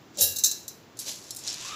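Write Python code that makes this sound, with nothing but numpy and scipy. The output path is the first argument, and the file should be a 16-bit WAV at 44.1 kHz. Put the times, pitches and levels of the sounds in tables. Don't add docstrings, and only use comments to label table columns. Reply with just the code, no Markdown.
import sys
import numpy as np
from scipy import signal
from scipy.fft import rfft, irfft
from scipy.io import wavfile

SR = 44100
rng = np.random.default_rng(int(sys.argv[2]) if len(sys.argv) > 2 else 0)


def unload_wav(signal):
    wavfile.write(
        sys.argv[1],
        SR,
        np.round(np.clip(np.atleast_2d(signal).T, -1, 1) * 32767).astype(np.int16),
    )


N = 77175
T = np.arange(N) / SR


def amp(db):
    return 10 ** (np.asarray(db) / 20)


def unit_energy(x):
    return x / np.sqrt(np.sum(x ** 2) + 1e-20)


def unit_rms(x):
    return unit_energy(x) * np.sqrt(len(x))


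def through(x, response):
    return signal.fftconvolve(x, response)[:N]


def colour(spectrum, size=4096):
    hz, db = np.transpose(spectrum)
    log_hz = np.log(abs(np.fft.fftfreq(size, 1 / SR)) + 1)
    log_gain = np.log(amp(np.interp(log_hz, np.log(hz), db)))
    transfer = np.exp(signal.hilbert(log_gain).conj())
    return unit_energy(np.fft.ifft(transfer).real[:size // 2])


def decay(t60_s):
    return np.exp(-np.log(1000) * T / t60_s)


def tail(t60_s):
    return unit_energy(rng.standard_normal(N // 4) * decay(t60_s)[:N // 4])


def swell(peak_s, rise_s, fall_s, level_db):
    exponent = np.where(T < peak_s, -((T - peak_s) / rise_s) ** 2, (peak_s - T) / fall_s)
    return amp(level_db) * np.exp(exponent.clip(-40, 0))


def clicks(per_s, spread_db):
    size = amp(spread_db * np.minimum(rng.exponential(1, N), 4))
    return unit_rms(size * rng.choice([-1, 1], N) * (rng.random(N) < per_s / SR))


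def crossover(low, high, split_hz=8620):
    highpass = signal.butter(3, split_hz, "high", fs=SR, output="sos")
    return low + signal.sosfiltfilt(highpass, high - low + 1e-12)


def stream(rows, contacts):
    envelopes = np.array([swell(*row[:-1]) for row in rows])
    treble = amp([row[-1] for row in rows])
    return crossover(contacts * envelopes.sum(0), contacts * (treble @ envelopes))


def rattle(rows):
    start_s, energy_db, rattle_s, treble_db = np.transpose(rows)[:, :, None]
    envelopes = (T >= start_s) * np.exp(-np.minimum(abs(T - start_s) / rattle_s, 20))
    hits = envelopes * clicks(per_s=14000, spread_db=1.8)
    hits = hits * amp(energy_db) * np.sqrt((envelopes ** 2).sum(1) / (hits ** 2).sum(1))[:, None]
    return crossover(hits.sum(0), (amp(treble_db) * hits).sum(0))


# frequency_hz, relative_db
ROOM_SPECTRUM = [(25, -23), (55, -17.5), (80, -7.5), (120, 2), (170, -3.5), (320, -0.5), (600, -8),
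                 (1200, -12.5), (2500, -17), (4500, -19.5), (7400, -23.5), (8300, -43), (14500, -32),
                 (15500, -26.5)]
def room(level_db=-52.5):
    noise = irfft(rfft(rng.standard_normal(N)) * rfft(colour(ROOM_SPECTRUM), N), N)
    return amp(level_db) * unit_rms(noise)


# time_s, pitch_hz, level_db
SLIDE_PATH = [(1.549, 937, -79), (1.644, 1040, -50), (1.681, 1200, -45), (1.704, 1197, -47.5),
              (1.731, 1229, -40.5), (1.75, 1243, -43)]
# frequency_hz, relative_db
FRICTION_SPECTRUM = [(100, -10), (600, -10), (1000, -3.5), (1500, -4), (2200, -2.5), (2600, 3),
                     (3300, -3.5), (3700, 6), (4500, -28), (8000, -22), (15000, -49)]
def slide(half_width_hz=41):
    time_s, pitch_hz, level_db = np.transpose(SLIDE_PATH)
    lowpass = signal.butter(2, half_width_hz, fs=SR, output="sos")
    baseband = signal.sosfilt(lowpass, rng.standard_normal(N) + 1j * rng.standard_normal(N))
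    carrier = np.exp(2j * np.pi * np.cumsum(np.interp(T, time_s, pitch_hz)) / SR)
    envelope = amp(np.interp(T, time_s, level_db)) * (T > time_s[0])
    friction = rng.standard_normal(N) * swell(1.93, 0.3578, -8.5, -40)
    return unit_rms((baseband * carrier).real) * envelope + through(friction, colour(FRICTION_SPECTRUM))


def crackle(per_s=3000, spread_db=3.5, pitches=12, ring_s=0.00042, ring_gain=.6):
    t = np.arange(160) / SR
    rings = sum(through(clicks(per_s / pitches, spread_db), np.exp(-t / ring_s) * np.sin(2 * np.pi * hz * t))
                for hz in np.linspace(2390, 8700, pitches))
    return unit_rms(ring_gain * unit_rms(rings) + clicks(per_s, spread_db))


# peak_s, rise_s, fall_s, level_db, treble_db
HAND_MOVES = [(.16, 0.015, 0.022, -51.5, -21), (1.025, 0.034, 0.026, -42.5, 1),
              (1.085, 0.023, 0.052, -34, 1), (1.30, 0.068, 0.14, -52.5, -3), (1.482, 0.038, 0.11, -37, -10),
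              (1.68, 0.069, 0.089, -43.5, -5)]
# frequency_hz, relative_db
RUSTLE_SPECTRUM = [(100, -29.5), (600, -9.5), (1300, -15), (2200, -10), (3200, -5), (4400, -0.5), (6700, 1),
                   (7600, -1), (8400, -11), (10800, -4.5), (15500, -17.5)]
# start_s, level_db, rattle_s, treble_db
HAND_TICKS = [(.9705, -45.5, 0.006, 3), (.9904, -29.5, 0.0067, 5.5), (.999, -40, 0.013, 9),
              (1.0543, -38, .002, -2), (1.0672, -38, 0.0041, -8), (1.2244, -41, 0.0029, -10),
              (1.2418, -36, .001, -3), (1.307, -27, 0.0046, 0.5), (1.3375, -42, 0.00078, -2),
              (1.3488, -38, 0.0021, 11), (1.363, -41.5, 0.0028, 16), (1.3675, -37.5, 0.0058, 9.5),
              (1.386, -43, 0.03, 2), (1.4385, -37, 0.0025, -1), (1.4765, -8, 0.00037, -16),
              (1.4815, -19, 0.0011, -24), (1.4915, -24, 0.00084, -10), (1.5015, -25, 0.0009, -20),
              (1.528, -24, 0.0011, -14), (1.543, -22.5, 0.00059, -3), (1.6115, -32, 0.0039, -19)]
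# frequency_hz, relative_db
TICK_SPECTRUM = [(100, -42), (2500, -32), (3300, -15), (4100, 1), (5300, -3), (7300, 3), (8400, -5),
                 (10800, -6), (15500, -18)]
# pitch_hz, gain_db, t60_s
PING_MODES = [(4095, -29, .1), (5420, -7, 0.14), (6920, -21, .18), (7700, -29.5, 0.11)]
def rustle(reverb_db=-7, reverb_t60_s=0.23):
    ticks = rattle(HAND_TICKS)
    ping = sum(amp(db) * unit_energy(np.sin(2 * np.pi * hz * T) * decay(t60_s))
               for hz, db, t60_s in PING_MODES)
    grains = through(stream(HAND_MOVES, crackle()), colour(RUSTLE_SPECTRUM))
    direct = grains + through(ticks, colour(TICK_SPECTRUM)) + through(ticks, ping)
    return direct + amp(reverb_db) * through(direct, tail(reverb_t60_s))


# peak_s, rise_s, fall_s, level_db
AIR_SWELLS = [(.192, 0.017, 0.053, -39), (.222, 0.019, 0.053, -43), (1.076, .02, 0.015, -49.5)]
# frequency_hz, relative_db
CAVITY_SPECTRUM = [(60, -37), (170, -9.5), (350, -14), (450, -7), (545, 4.5), (600, -0.5), (690, -22),
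                   (760, -7), (1000, -33), (3000, -29)]
def cavity():
    air = rng.standard_normal(N) * sum(swell(*row) for row in AIR_SWELLS)
    return through(air, colour(CAVITY_SPECTRUM))


# pitch_hz, level_db, t60_s
ROCKING_MODES = [(91, -40, 0.65), (103.4, -45, 0.38)]
def thud(start_s=.206, rise_s=.014):
    t = np.maximum(T - start_s, 0)
    modes = sum(amp(db) * np.exp(-np.log(1000) * t / t60_s) * np.sin(2 * np.pi * hz * (t - 2 * rise_s))
                for hz, db, t60_s in ROCKING_MODES)
    return modes * (1 - np.exp(-t / rise_s))


# pitch_hz, pour_coupling_db, strike_coupling_db, t60_s
STEEL_MODES = [(1635, -33, -34, .6), (1695, -32, -30, .5), (2658, -31, -31, .5), (2783, -23, -33, .65),
               (2855, -29, -35, .3), (3893, -13, -22, .33), (3931, -22, -14, .24), (4073, -24, -13, .26),
               (4106, -25, -15, .3), (4535, -22, -24, .3), (4660, -28, -18, .2), (5140, -24, -16, .26),
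               (5347, -20, -17, .2), (5545, -23, -15, .2), (5675, -24, -14, .2), (5830, -16, -14, .25),
               (5912, -23, -13, .2), (6059, -24, -12, .2), (6247, -23, -12, .2), (6356, -23, -10, .22),
               (6817, -25, -15, .2), (7053, -20, -15, .2), (7243, -18, -21, .25), (7392, -18, -20, .25),
               (7615, -22, -16, .27), (9690, -19, -26, .2), (10975, -18, -24, .2), (11720, -16, -25, .22),
               (12400, -17, -25, .2), (13673, -13, -22, .2), (13973, -17, -19, .2), (14669, -17, -26, .2)]
def steel(pour, strike):
    ring = 0
    for hz, pour_db, strike_db, t60_s in STEEL_MODES:
        retained = np.exp(-2 * np.log(1000) / (t60_s * SR))
        power = (amp(pour_db) * pour) ** 2 + (amp(strike_db) * strike) ** 2
        energy = signal.lfilter([1 - retained], [1, -retained], power)
        ring = ring + np.sqrt(2 * energy) * np.sin(2 * np.pi * (hz * T + rng.random()))
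    return ring


# peak_s, rise_s, fall_s, level_db, treble_db
GRAIN_POURS = [(.189, 0.0067, 0.024, -26, -26), (.223, 0.015, 0.03, -20, 2), (.295, .02, 0.018, -42.5, -12)]
# frequency_hz, relative_db
POUR_SPECTRUM = [(100, -38), (900, -29), (2100, -21.5), (3300, -14.5), (3900, -1.5), (4600, -8.5),
                 (5500, 0), (6400, -1.5), (7600, 2), (8300, -9), (9500, -3.5), (11000, 2), (13800, 0.5),
                 (15500, -9.5)]
# start_s, level_db, rattle_s, treble_db
WALL_STRIKES = [(.1725, -28.5, 0.0029, -11), (.2098, -9, 0.0013, -16), (.321, -33.5, 0.0082, -4),
                (.3525, -37, 0.0024, -14), (.3605, -28, 0.011, -4.5), (.3665, -30, .006, -5),
                (.3852, -23.5, 0.011, -6), (.437, -12.5, 0.007, -13), (.4435, -16.5, 0.011, -4.5),
                (.458, -20, 0.015, -12), (.5135, -19.5, 0.0053, -8.5), (.680, -28, 0.0056, -4)]
# frequency_hz, relative_db
STRIKE_SPECTRUM = [(100, -39), (900, -33), (2200, -28.5), (3300, -22), (3900, 0.5), (4700, -8), (5500, -2),
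                   (6400, -0.5), (7600, 0), (8300, -11), (9500, -7), (11000, -3), (13800, -2.5),
                   (15500, -5)]
def falling_grains(pour_ring_db=0.5, strike_ring_db=-2.5, echo_db=-0.5, shimmer_db=-6.5):
    pour = stream(GRAIN_POURS, clicks(per_s=9000, spread_db=2.4))
    strike = rattle(WALL_STRIKES)
    sound = steel(amp(pour_ring_db) * pour, amp(strike_ring_db) * strike)
    for force, spectrum in ((pour, POUR_SPECTRUM), (strike, STRIKE_SPECTRUM)):
        ticks = through(force, colour(spectrum))
        shimmer = crossover(tail(t60_s=0.47), tail(t60_s=0.4))
        echoes = tail(t60_s=0.018)
        sound = sound + ticks + through(ticks, amp(echo_db) * echoes + amp(shimmer_db) * shimmer)
    return sound


def scene():
    return (falling_grains() + thud() + cavity() + rustle() + slide() + room())[None]


def record(dry, cutoff_hz=15520):
    lowpass = signal.firwin(401, cutoff_hz, window=("kaiser", 8), fs=SR)
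    return signal.oaconvolve(dry, lowpass[None], "same")


dry = scene()
out = record(dry)
unload_wav(out)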